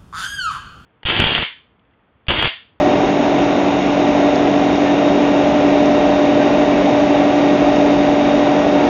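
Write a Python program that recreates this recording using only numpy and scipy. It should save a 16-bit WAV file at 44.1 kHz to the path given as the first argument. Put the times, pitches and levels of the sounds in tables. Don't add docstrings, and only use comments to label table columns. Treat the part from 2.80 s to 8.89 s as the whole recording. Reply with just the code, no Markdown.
import sys
import numpy as np
from scipy import signal
from scipy.fft import rfft, irfft
from scipy.io import wavfile

SR = 44100
rng = np.random.default_rng(int(sys.argv[2]) if len(sys.argv) > 2 else 0)


def to_wav(s):
    ch = np.atleast_2d(s).T
    pcm = np.round(np.clip(ch, -1, 1) * 32767)
    wavfile.write(sys.argv[1], SR, pcm.astype(np.int16))


N = 268557
TIME = np.arange(N) / SR
FREQUENCIES_HZ = np.fft.rfftfreq(N, 1 / SR)
ROTOR_HZ, MOTOR_HZ = 47.95, 49.518

# time_s, gain_db
STANDING_WAVES = [(0, 4.5), (0.35, -8), (0.6, -3.5), (1.0, -11), (1.3, -1.8), (1.9, -4.7), (3.25, 3),
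                  (3.8, 0.5), (6.09, 1.4)]


def gain(db):
    return 10 ** (np.asarray(db) / 20)


def normalise(sound):
    return sound / np.sqrt(np.mean(abs(sound) ** 2) + 1e-20)


def gain_curve(points):
    return gain(np.interp(TIME, *np.transpose(points)))


def shape_spectrum(sound, spectrum):
    pitch_hz, relative_db = np.transpose(spectrum)
    curve_db = np.interp(np.log(FREQUENCIES_HZ + 1), np.log(pitch_hz), relative_db)
    return normalise(irfft(rfft(sound) * gain(curve_db), N))


def drift(rate_hz, points=512):
    hz = np.fft.rfftfreq(points, TIME[-1] / points)
    slow = irfft(rfft(rng.standard_normal(points)) * (hz > 0) / (1 + (hz / rate_hz) ** 2))
    return np.interp(TIME, np.linspace(0, TIME[-1], points), normalise(slow))


def tone(cycles, waver, rate_hz):
    phase = 2 * np.pi * (cycles + rng.random())
    main = (1 + waver * drift(rate_hz)) * np.cos(phase)
    shifted = waver * drift(rate_hz) * np.sin(phase)
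    return np.sqrt(2) * (main + shifted) / np.sqrt(1 + 2 * waver ** 2)


def shaft_turns(speed_hz, wander):
    return np.cumsum(speed_hz * (1 + wander * drift(0.58))) / SR


def rotor_hum():
    # time_s, level_db
    hum_levels = [(0, -20.5), (1.5, -17.5), (3.55, -16.0), (3.9, -17.5), (5.25, -14), (5.7, -17.4),
                  (6.09, -16.5)]
    # cycles_per_turn, level_db
    weak_tones = [(3, -35), (4, -31), (12, -36.5)]
    turns = shaft_turns(ROTOR_HZ, wander=0.00016)
    hum = tone(6 * turns, waver=0.075, rate_hz=6)
    others = sum(gain(db) * tone(multiple * turns, waver=0.049, rate_hz=6.3)
                 for multiple, db in weak_tones)
    return gain_curve(hum_levels) * hum + others


def motor_whine(swap_s=2.75, swap_ease_s=0.35):
    # cycles_per_turn, level_db
    motor_tones = [(1, -50), (2, -45), (19, -46), (20, -42), (21, -44), (34, -56), (35, -51), (36, -53.5),
                   (37, -51), (40, -51.5), (55, -49.5), (56, -53.5), (57, -51.5), (75, -43.5), (76, -53),
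                   (94, -67), (114, -59)]
    turns = shaft_turns(MOTOR_HZ, wander=0.0001)
    whine, whistle, shrill = (tone(multiple * turns, waver=0.15, rate_hz=4) for multiple in (38, 95, 133))
    whine *= gain(-40.5) * gain_curve(STANDING_WAVES) ** 0.55
    swapped = 0.5 + 0.5 * np.tanh((TIME - swap_s) / swap_ease_s)
    whistle *= gain(-52 - 13 * (1 - swapped))
    shrill *= gain(-55.5 - 8 * swapped)
    others = sum(gain(db) * tone(multiple * turns, waver=0.4, rate_hz=8.1)
                 for multiple, db in motor_tones)
    return whine + whistle + shrill + others


def gear_drone(drone_hz=598.3):
    # pitch_hz, level_db (before the swell)
    machine_tones = [(24.6, -58.5), (45, -51.5), (66.8, -47.5), (133.7, -44.5), (175.3, -46.5),
                     (242.7, -30.5), (248.9, -34.5), (299.9, -28.5), (332.3, -33), (351.3, -31),
                     (379.9, -36), (398, -33), (467, -39), (637, -30.5), (732.6, -30), (759.2, -30.5),
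                     (865, -41), (1196.8, -45.5), (5981, -65.5)]
    swell = gain_curve(STANDING_WAVES)
    drone = gain(-20.5) * tone(drone_hz * TIME, waver=0.039, rate_hz=3)
    others = sum(gain(db) * tone(hz * TIME, waver=0.27, rate_hz=2) for hz, db in machine_tones)
    return swell * drone + swell ** 0.19 * others


def chamber_roar():
    # pitch_hz, relative_db
    roar_spectrum = [(20, -33), (36, -24), (50, -9), (72, -16), (110, -10), (160, -8), (260, -0.5),
                     (370, -0.5), (480, -2.5), (700, 0), (860, -3.5), (1040, -11.5), (1400, -19.5),
                     (4000, -56.5)]
    # pitch_hz, width_hz, level_db (before the swell)
    resonances = [(198.9, 10, -36.5), (350.3, 26, -33), (410, 40, -35.5), (512, 9.5, -42.5),
                  (621.7, 15, -33), (1139, 60, -40), (2768, 110, -44.5), (3756, 45, -47), (3920, 26, -56.5),
                  (5530, 110, -57.5)]
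    roar = gain(-17.5) * shape_spectrum(rng.standard_normal(N), roar_spectrum)
    for pitch_hz, width_hz, level_db in resonances:
        off_pitch = (FREQUENCIES_HZ - pitch_hz) / (width_hz * np.sqrt(2))
        ring = irfft(rfft(rng.standard_normal(N)) / (1 + 2j * off_pitch) ** 2, N)
        roar += gain(level_db) * normalise(ring)
    swell = gain_curve(STANDING_WAVES) ** 0.041
    return roar * swell * gain(0.29 * drift(4.2))


def load_rattle(impacts_per_s=30000, throb_depth=0.05):
    # pitch_hz, relative_db
    rattle_spectrum = [(500, -13.5), (1250, -2), (1400, 2), (1750, -1.5), (2250, 1.5), (2800, -1.5),
                       (3200, -5.5), (3600, -4), (4100, -11.5), (4600, -16), (5500, -14), (6750, -17),
                       (7050, -24.5), (7400, -49)]
    impacts = rng.standard_normal(N) * (rng.random(N) < impacts_per_s / SR)
    throb = 1 + throb_depth * np.cos(2 * np.pi * MOTOR_HZ * TIME)
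    hiss = shape_spectrum(impacts * throb, rattle_spectrum)
    return gain(-28) * hiss * gain(0.16 * drift(9))


def add_at(track, start_s, sound):
    part = track[round(start_s * SR):][:len(sound)]
    part += sound[:len(part)]


def steel_ticks(fade_s=0.007):
    # start_s, peak_db
    ticks = [(1.558, -21.5), (1.958, -23.5), (3.058, -24), (4.960, -25)]
    track = np.zeros(N)
    t = TIME[:SR // 20]
    bright_band = signal.butter(4, [4000, 6500], "band", fs=SR, output="sos")
    for start_s, peak_db in ticks:
        burst = rng.standard_normal(len(t)) * gain(-60 * t / fade_s)
        tick = signal.sosfilt(bright_band, burst)
        add_at(track, start_s, gain(peak_db) * tick / abs(tick).max())
    return track


def faint_squeaks():
    # start_s, length_s, pitch_hz, peak_db
    squeaks = [(2.04, 0.097, 1790, -29), (2.034, 0.073, 2100, -40), (3.589, 0.053, 1560, -25.5)]
    track = np.zeros(N)
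    for start_s, length_s, pitch_hz, peak_db in squeaks:
        t = np.arange(0, length_s, 1 / SR)
        fade = np.sin(np.pi * t / length_s)
        add_at(track, start_s, gain(peak_db) * fade * np.sin(2 * np.pi * pitch_hz * t))
    return track


def scene():
    running = rotor_hum() + motor_whine() + gear_drone() + chamber_roar() + load_rattle()
    return (running + steel_ticks() + faint_squeaks())[None]


def record(dry, cutoff_hz=7380):
    rounded = dry / (1 + dry ** 12) ** (1 / 12)
    low_pass = signal.firwin(801, cutoff_hz, window=("kaiser", 9), fs=SR)
    return signal.oaconvolve(rounded, low_pass[None], "same", axes=1)


dry = scene()
out = record(dry)
to_wav(out)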